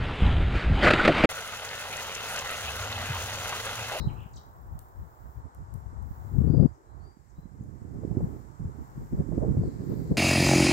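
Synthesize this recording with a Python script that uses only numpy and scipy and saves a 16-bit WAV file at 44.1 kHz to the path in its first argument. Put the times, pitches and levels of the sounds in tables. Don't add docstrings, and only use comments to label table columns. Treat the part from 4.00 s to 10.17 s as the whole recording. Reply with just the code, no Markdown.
import sys
import numpy as np
from scipy import signal
from scipy.fft import rfft, irfft, next_fast_len
from scipy.io import wavfile
from scipy.ndimage import uniform_filter1d, map_coordinates

SR = 44100
rng = np.random.default_rng(int(sys.argv[2]) if len(sys.argv) > 2 else 0)


def pcm_store(signal):
    levels = np.round(np.clip(np.atleast_2d(signal), -1, 1) * 32767)
    wavfile.write(sys.argv[1], SR, levels.astype(np.int16).T)


N = 272097


def amp(db):
    return 10 ** (np.asarray(db) / 20)


def unit(x):
    return x / np.sqrt(np.mean(x ** 2, axis=-1, keepdims=True) + 1e-20)


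def along(points, hz):
    freqs, values = np.transpose(points)
    return np.interp(np.log(hz + 1), np.log(freqs + 1), values)


def curve(rows):
    return np.interp(np.arange(N) / SR, *np.transpose(rows))


def wobble(rate):
    knots = rng.standard_normal(int(N * rate / SR) + 4)
    return map_coordinates(knots, [np.arange(N) * rate / SR])


def filtered(x, response):
    size = next_fast_len(N + SR // 2)
    return irfft(rfft(x, size) * response(np.fft.rfftfreq(size, 1 / SR)), size)[..., :N]


def noise(spectrum):
    return unit(filtered(rng.standard_normal(N), lambda hz: amp(along(spectrum, hz))))


def even(x, size):
    power = uniform_filter1d(uniform_filter1d(x * x, size), size)
    return x / np.sqrt(np.abs(power) + 1e-9)


def pan(db):
    return amp([[db / 2], [-db / 2]])


def add(track, s, sound):
    at = round(s * SR)
    lo, hi = max(at, 0), min(at + sound.shape[-1], N)
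    track[..., lo:hi] += sound[..., lo - at:hi - at]


def roar(gain_db=7.0, lag_s=0.00039):
    # f/Hz, level/dB
    spectrum = [(40, -18), (200, -3.5), (380, -1.5), (580, -2.5), (900, 3), (1100, 1), (1500, -7),
                (1900, -16.5), (2400, -40), (4000, -28), (8000, -120)]
    # f/Hz, share of the power
    one_way = [(200, 0.64), (550, 0.25), (1000, 0.82), (1400, 0.56), (2200, 0.63)]
    # t/s, level/dB
    swell = [(0.0, -56), (0.43, -62.5), (0.95, -63.5), (1.55, -63), (2.08, -61.5), (2.54, -58), (2.68, -65),
             (2.84, -70.5), (3.04, -64.5), (3.17, -74), (3.47, -69.5), (4.02, -67.5), (4.26, -61.5),
             (4.42, -67), (4.73, -62), (5.09, -65), (5.43, -61), (6.17, -66)]
    far, diffuse = noise(spectrum), np.array([noise(spectrum), noise(spectrum)])
    delay = lambda hz: np.exp(-2j * np.pi * np.outer([0, lag_s], hz))
    direct = filtered(far, lambda hz: np.sqrt(along(one_way, hz)) * delay(hz))
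    scattered = filtered(diffuse, lambda hz: np.sqrt(1 - along(one_way, hz)))
    return amp(curve(swell) + gain_db + .9 * wobble(12)) * (direct + scattered)


def hollow_tone(peak_s=0.066, half_s=0.2, hz=860, width_hz=45, level_db=-59):
    t = np.arange(N) / SR
    ring = unit(filtered(rng.standard_normal((2, N)), lambda f: np.exp(-((f - hz) / width_hz) ** 2)))
    return amp(level_db) * np.exp(-((t - peak_s) / half_s) ** 2) * ring


def tree_echo(x, build_s=0.01):
    # f/Hz, t60/s
    decay = [(500, 0.43), (4700, 0.33), (9000, 0.26), (15000, 0.62)]
    hz, t, bands = signal.stft(rng.standard_normal((2, SR // 2)), SR, nperseg=256)
    envelope = amp(-60 * t / along(decay, hz)[:, None]) * (1 - np.exp(-t / build_s))
    tail = signal.istft(bands * envelope, SR, nperseg=256)[1]
    return signal.fftconvolve(x, tail / np.linalg.norm(tail[0]), axes=1)[:, :N]


def needles(gain_db=-4):
    # f/Hz, level/dB
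    spectrum = [(800, -20), (1600, 11.5), (2100, 9), (2500, -1), (3200, -7), (4000, -7.5), (5200, -2.5),
                (6200, -3), (7400, 2.5), (8300, -2), (9300, -8.5), (10500, -5.5), (12000, -2.5),
                (15800, -6)]
    # t/s, level/dB
    swell = [(0, -66), (0.7, -71), (2.1, -67.5), (2.42, -65), (2.8, -71), (3.6, -70), (4.25, -64),
             (4.6, -66), (5.4, -62.5), (6.17, -61)]
    left_lift = [(2000, -2), (4500, 7), (8000, 7), (10000, -1), (15000, -1)]  # f/Hz, gain/dB
    left = filtered(noise(spectrum), lambda hz: amp(along(left_lift, hz)))
    return amp(curve(swell) + gain_db + .4 * wobble(15)) * np.array([left, noise(spectrum)])


def grasshoppers(gain_db=-6, fade_s=.08, low_from_s=3.366):
    # start/s, end/s, level/dB, stroke rate/Hz, stroke depth/dB
    bouts = [(-0.1, 0.913, -73, 36, -4), (0.925, 1.4, -72, 36, 0.2), (2.051, 2.532, -70, 32, 0),
             (3.366, 3.42, -76, 30, 3), (4.161, 4.43, -77, 24, 3.5), (4.762, 5.22, -77.5, 60, 6),
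             (5.842, 6.13, -71, 27, 5.5)]
    # f/Hz, level/dB
    high_rasp = [(6000, -49), (10000, -15.5), (11500, -15.5), (12600, -13.5), (13300, -4.5), (14600, -3),
                 (15800, 0), (17000, -11)]
    # f/Hz, level/dB
    low_rasp = [(7000, -47), (10200, -27), (11300, -7.5), (12200, 3.5), (13300, -8.5), (14700, 3.5),
                (15800, -3), (17000, -22)]
    t, envelope = np.arange(N) / SR, np.zeros(N)
    drift, uneven_db = .5 * wobble(25), wobble(60)
    for start, end, db, rate, depth_db in bouts:
        gate = np.clip(np.minimum(t - start, end - t) / fade_s + .5, 0, 1)
        envelope += gate * amp(db + depth_db * np.sin(2 * np.pi * (rate * t + drift)))
    voice = np.where(t < low_from_s, noise(high_rasp), noise(low_rasp))
    return envelope * amp(gain_db + uneven_db) * voice * pan(20.5)


def branches(x, count=14, first_s=0.0038, spread_s=.02, gain_db=-12):
    out = x.copy()
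    for port, (delay, strength) in zip([0, 1] * count, rng.random((2 * count, 2))):
        add(out[port], first_s + delay * spread_s, amp(gain_db) * (.5 + strength) * x[port])
    return out * np.sqrt(np.sum(x ** 2) / np.sum(out ** 2))


def bird_note(hz, waver_hz):
    pitch = hz + waver_hz * wobble(500)[:len(hz)]
    envelope = np.sqrt(np.abs(np.sin(np.linspace(0, np.pi, len(hz)))))
    return envelope * np.sin(2 * np.pi * np.cumsum(pitch) / SR)


def birds(chip_start_hz=8280, chip_bend=1.9, slide_share=0.09, slide_s=.028):
    # t/s, length/s, f/Hz, fall/Hz, level/dB, waver/Hz, left-right/dB
    buzzes = [(-0.03, 0.077, 4040, 79.5, -50, 110, 4.5), (-0.03, 0.052, 5020, -5, -59, 170, 8.5),
              (0.079, 0.031, 2750, 801.5, -55.5, 220, 3.5), (0.155, .115, 2785, 123, -59.5, 260, 2.5),
              (5.554, .22, 4530, 52, -74, 379, 14.5), (5.74, .5, 4510, 52.5, -74.5, 446, 16)]
    # t/s, length/s, end f/Hz, level/dB
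    chips = [(0.331, 0.013, 4200, -58), (0.357, .02, 3600, -51), (2.722, .04, 5500, -73),
             (3.282, .03, 6000, -71), (3.613, 0.015, 6500, -70)]
    # t/s, length/s, held f/Hz, level/dB, left-right/dB
    whistles = [(2.458, .2, 4810, -67, 0), (2.854, .09, 4130, -85.5, -6), (2.991, 0.15, 4675, -71, -2),
                (3.346, .1, 4060, -79.5, -4)]
    out = np.zeros((2, N))
    for s, length, hz, fall_hz, db, waver_hz, pan_db in buzzes:
        path = hz + fall_hz * np.linspace(.5, -.5, int(length * SR))
        add(out, s, amp(db) * pan(pan_db) * bird_note(path, waver_hz))
    for s, length, end_hz, db in chips:
        path = end_hz + (chip_start_hz - end_hz) * np.linspace(1, 0, int(length * SR)) ** chip_bend
        add(out, s, amp(db) * pan(6) * bird_note(path, waver_hz=350))
    for s, length, hz, db, pan_db in whistles:
        path = hz * (1 - slide_share * np.exp(-np.arange(int(length * SR)) / SR / slide_s))
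        add(out, s, amp(db) * pan(pan_db) * bird_note(path, waver_hz=45))
    return out


def gorse_pods(gain_db=-5):
    # t/s, level/dB, t60/s
    snaps = [(0.1424, -54, 0.0086), (0.791, -36, 0.0099), (0.886, -52.5, 0.0063), (1.548, -44.5, 0.0054),
             (1.7402, -39.5, 0.0057), (2.0257, -49.5, 0.0067), (3.6382, -53, .006)]
    # f/Hz, level/dB
    spectrum = [(1000, -41), (3000, -9), (5000, -9.5), (7500, 4.5), (10000, 0.5), (12000, -0.5),
                (14500, 8.5), (16500, -11)]
    out, t = np.zeros((2, N)), np.arange(SR // 20) / SR
    colour = amp(along(spectrum, np.fft.rfftfreq(len(t), 1 / SR)))
    for s, db, t60 in snaps:
        crack = unit(irfft(rfft(rng.standard_normal((2, len(t)))) * colour, len(t)))
        add(out, s, crack * amp(db + gain_db - 60 * t / t60))
    return out * pan(2.7)


def air_flow(port, jitter_db=2, lull_below_db=-40, lull_depth=0.28):
    # t/s, level/dB
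    left_swell = [(0.0, -25), (0.44, -55), (0.71, -41.5), (1.17, -69), (1.55, -63), (1.69, -40),
                  (2.22, -41), (2.39, -20), (2.66, -15), (2.71, -74), (3.3, -93), (4.26, -43), (4.54, -85),
                  (5.0, -38), (5.27, -54), (5.64, -26), (5.71, -46.5), (6.17, -34.5)]
    # t/s, level/dB
    right_swell = [(0.0, -47), (0.14, -49), (0.89, -54.0), (1.94, -60), (2.36, -45), (2.52, -32.5),
                   (2.81, -55), (3.24, -49.5), (3.85, -38.5), (4.19, -27.0), (4.59, -49), (4.6, -30),
                   (5.11, -62.5), (5.16, -35.5), (5.49, -21), (5.71, -39), (5.92, -25.5), (6.17, -37)]
    # t/s, half length/s, left level/dB, right level/dB
    puffs = [(0.073, 0.01, -42, -25), (0.366, 0.043, -41.5, -45), (0.721, 0.023, -34, -61.0),
             (0.76, 0.013, -54, -31.5), (1.013, 0.057, -35.0, -62), (1.269, 0.054, -50.0, -39),
             (1.384, 0.027, -34, -46), (1.458, 0.018, -50, -32.5), (1.608, 0.036, -59.0, -36),
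             (1.756, 0.036, -31, -58), (1.875, 0.016, -31, -58.0), (2.016, 0.064, -31, -50),
             (2.115, 0.0092, -44, -31), (2.415, 0.021, -25, -30), (2.968, 0.072, -59, -39.5),
             (3.053, 0.044, -80, -42.0), (3.389, 0.011, -38.5, -37), (3.63, 0.061, -44.0, -41.0),
             (3.823, 0.013, -46, -39), (3.947, 0.016, -41, -49), (4.233, 0.032, -25.0, -34),
             (4.666, 0.034, -34.5, -35.5), (4.806, 0.029, -41, -33.5), (5.017, 0.043, -39, -35.5),
             (5.138, 0.019, -25.5, -24), (5.2, 0.021, -25, -23), (5.583, 0.011, -18, -24),
             (5.684, 0.013, -29, -24.5), (5.816, 0.013, -47, -34), (6.118, 0.012, -17.5, -18)]
    t, swell_db = np.arange(N) / SR, curve([left_swell, right_swell][port])
    unrest_db = jitter_db + lull_depth * np.clip(lull_below_db - swell_db, 0, 20)
    power = amp(swell_db + unrest_db * wobble(30)) ** 2
    for s, half_s, *db in puffs:
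        power += amp(db[port]) ** 2 * np.exp(-2 * np.minimum(((t - s) / half_s) ** 2, 20))
    return 10 * np.log10(power)


def flutter(port):
    # t/s, left/dB, right/dB
    balance = [(0, -5, -12), (1, -21.5, -21), (2.1, -17.5, -4.5), (2.42, -4, -12), (2.65, 11.5, -12.5),
               (2.75, -9, -17.5), (3.6, 2, -1.5), (4.1, 3.5, 1.5), (4.65, -0.5, -4.5), (5.1, -1.5, 0),
               (5.43, 20, 1.5), (5.6, 0, 0.5), (5.9, 16.5, 13.5), (6.17, 11, 0)]
    return curve([(s, db[port]) for s, *db in balance])


def cavity_hum(flows_db, centre_hz=335, width_hz=150, follow=0.45, gain_db=-12.5):
    # t/s, level/dB
    swell = [(0, -61), (0.6, -64), (2.2, -71), (2.6, -48), (2.71, -61.5), (3.04, -53), (3.25, -66),
             (3.55, -63.5), (4.1, -35), (4.25, -42), (4.5, -54.5), (5.05, -58), (5.35, -34), (5.55, -41),
             (5.75, -42.5), (5.95, -35), (6.17, -45)]
    resonance = lambda hz: (hz * width_hz / (centre_hz ** 2 - hz ** 2 + 1j * hz * width_hz)) ** 2
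    hum = even(unit(filtered(rng.standard_normal(N), resonance)), size=1500)
    stronger_db = flows_db.max(axis=0)
    puff_db = stronger_db - uniform_filter1d(stronger_db, size=9000)
    return amp(curve(swell) + gain_db + follow * puff_db + 4.8 * wobble(25)) * hum * pan(13.4)


def tearing(flows_db, strong_gain_db=-2, weak_gain_db=-35, rough_db=4, ragged_db=5):
    # t/s, half length/s, level/dB, left-right/dB
    tears = [(2.549, 0.0038, -30.5, 17), (2.597, 0.017, -40, 19.5), (2.662, .004, -40, 13.5),
             (4.039, 0.0064, -38, -6), (4.116, 0.0052, -36.5, 7), (4.17, 0.0089, -42, -2),
             (4.21, 0.0045, -36.5, -10), (5.201, 0.023, -44.5, 6), (5.325, 0.0069, -37, 4),
             (5.382, 0.0048, -29.5, 10), (5.436, 0.023, -28.5, 0.5), (5.571, 0.0032, -35.5, 2),
             (5.636, 0.0046, -36, -11), (6.146, 0.044, -40.5, -1)]
    # f/Hz, level/dB
    spectrum = [(150, -36), (300, -1), (480, 8.5), (660, -0.5), (850, -10.5), (1200, -22), (2000, -49),
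                (4000, -120)]
    t = np.arange(N) / SR
    strong = sum(amp(db) * pan(pan_db) * np.exp(-((t - s) / half_s) ** 2)
                 for s, half_s, db, pan_db in tears)
    fast_db = np.minimum(flows_db, -24) + np.minimum([flutter(0), flutter(1)], 0)
    weak = amp(fast_db + weak_gain_db + ragged_db * np.array([wobble(90), wobble(90)]))
    rasp = np.array([even(noise(spectrum) * amp(rough_db * wobble(220)), size=500) for _ in range(2)])
    return (amp(strong_gain_db) * strong + weak) * rasp


def thumps(gain_db=-3):
    # t/s, left level/dB, right level/dB, f/Hz
    eddies = [(0.074, -32, -9.5, 123), (0.263, -25.5, -45, 123), (1.375, -32, -51, 104),
              (2.111, -44, -25.5, 139), (2.386, -5.5, -40, 135), (2.503, -5, -29.5, 149.5),
              (2.602, -1, -32, 146), (3.172, -66, -36.5, 215), (3.392, -38, -29.5, 125),
              (3.457, -41, -29.5, 174), (3.611, -28, -26, 166), (3.951, -32, -31, 111),
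              (4.051, -26.5, -15.5, 282), (4.115, -47, -15.5, 154), (4.172, -22, -11, 224),
              (4.243, -14, -18, 138), (4.608, -25.5, -22.5, 145), (4.656, -17.5, -18, 95),
              (4.98, -28, -24, 168), (5.133, -14, -16.5, 154), (5.206, -26, -13, 166),
              (5.333, -43, -15.5, 135), (5.38, -14.5, -10, 254), (5.486, -32.5, -20, 178),
              (5.51, -15.5, -24, 159), (5.575, -9, -8.5, 122), (5.596, -12, -10.5, 122),
              (5.807, -36, -16.5, 133), (6.118, -28, -16, 128)]
    out, t = np.zeros((2, N)), np.arange(-SR // 40, SR // 40) / SR
    for s, left_db, right_db, hz in eddies:
        phase = rng.uniform(-1.05, 0.62, (2, 1))
        envelope = np.hanning(len(t)) / (1 + (1.56 * hz * t) ** 2) ** 2
        swing = envelope * np.sin(2 * np.pi * hz * t + phase)
        gains = amp([[left_db + gain_db], [right_db + gain_db]])
        add(out, s + t[0], gains * swing / np.abs(swing).max())
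    return out


def buffet(flows_db, brighten=0.079, pivot_db=-33.5):
    # f/Hz, level/dB
    rumble_spectrum = [(15, -33.5), (25, -23.5), (45, 2), (65, 6.5), (120, -0.5), (170, -12), (250, -26.5),
                       (400, -36), (800, -54.5), (2000, -120)]
    # f/Hz, level/dB
    eddy_spectrum = [(25, -39.5), (70, -12.5), (130, 8), (220, -1), (320, -6), (450, -14), (620, -28),
                     (900, -43), (1500, -51.5), (2500, -81), (4000, -120)]
    out = []
    for port, flow_db in enumerate(flows_db):
        ratio = amp(flutter(port) + brighten * (flow_db - pivot_db))
        lumps = amp(5 * wobble(100))
        rumble = even(noise(rumble_spectrum), size=1100)
        eddies = even(noise(eddy_spectrum) * lumps, size=1200)
        out.append(amp(flow_db) * (rumble + ratio * eddies) / np.sqrt(1 + ratio ** 2))
    return np.array(out)


def scene():
    flows_db = np.array([air_flow(0), air_flow(1)])
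    wind = buffet(flows_db) + cavity_hum(flows_db) + thumps() + tearing(flows_db)
    song, snaps = branches(birds()), gorse_pods()
    echo = tree_echo(amp(-2.5) * song + amp(-5) * snaps)
    background = roar() + hollow_tone() + needles() + grasshoppers()
    return background + echo + song + snaps + wind


def record(dry, top_hz=15800):
    return filtered(dry, lambda hz: hz < top_hz)


dry = scene()
out = record(dry)
pcm_store(out)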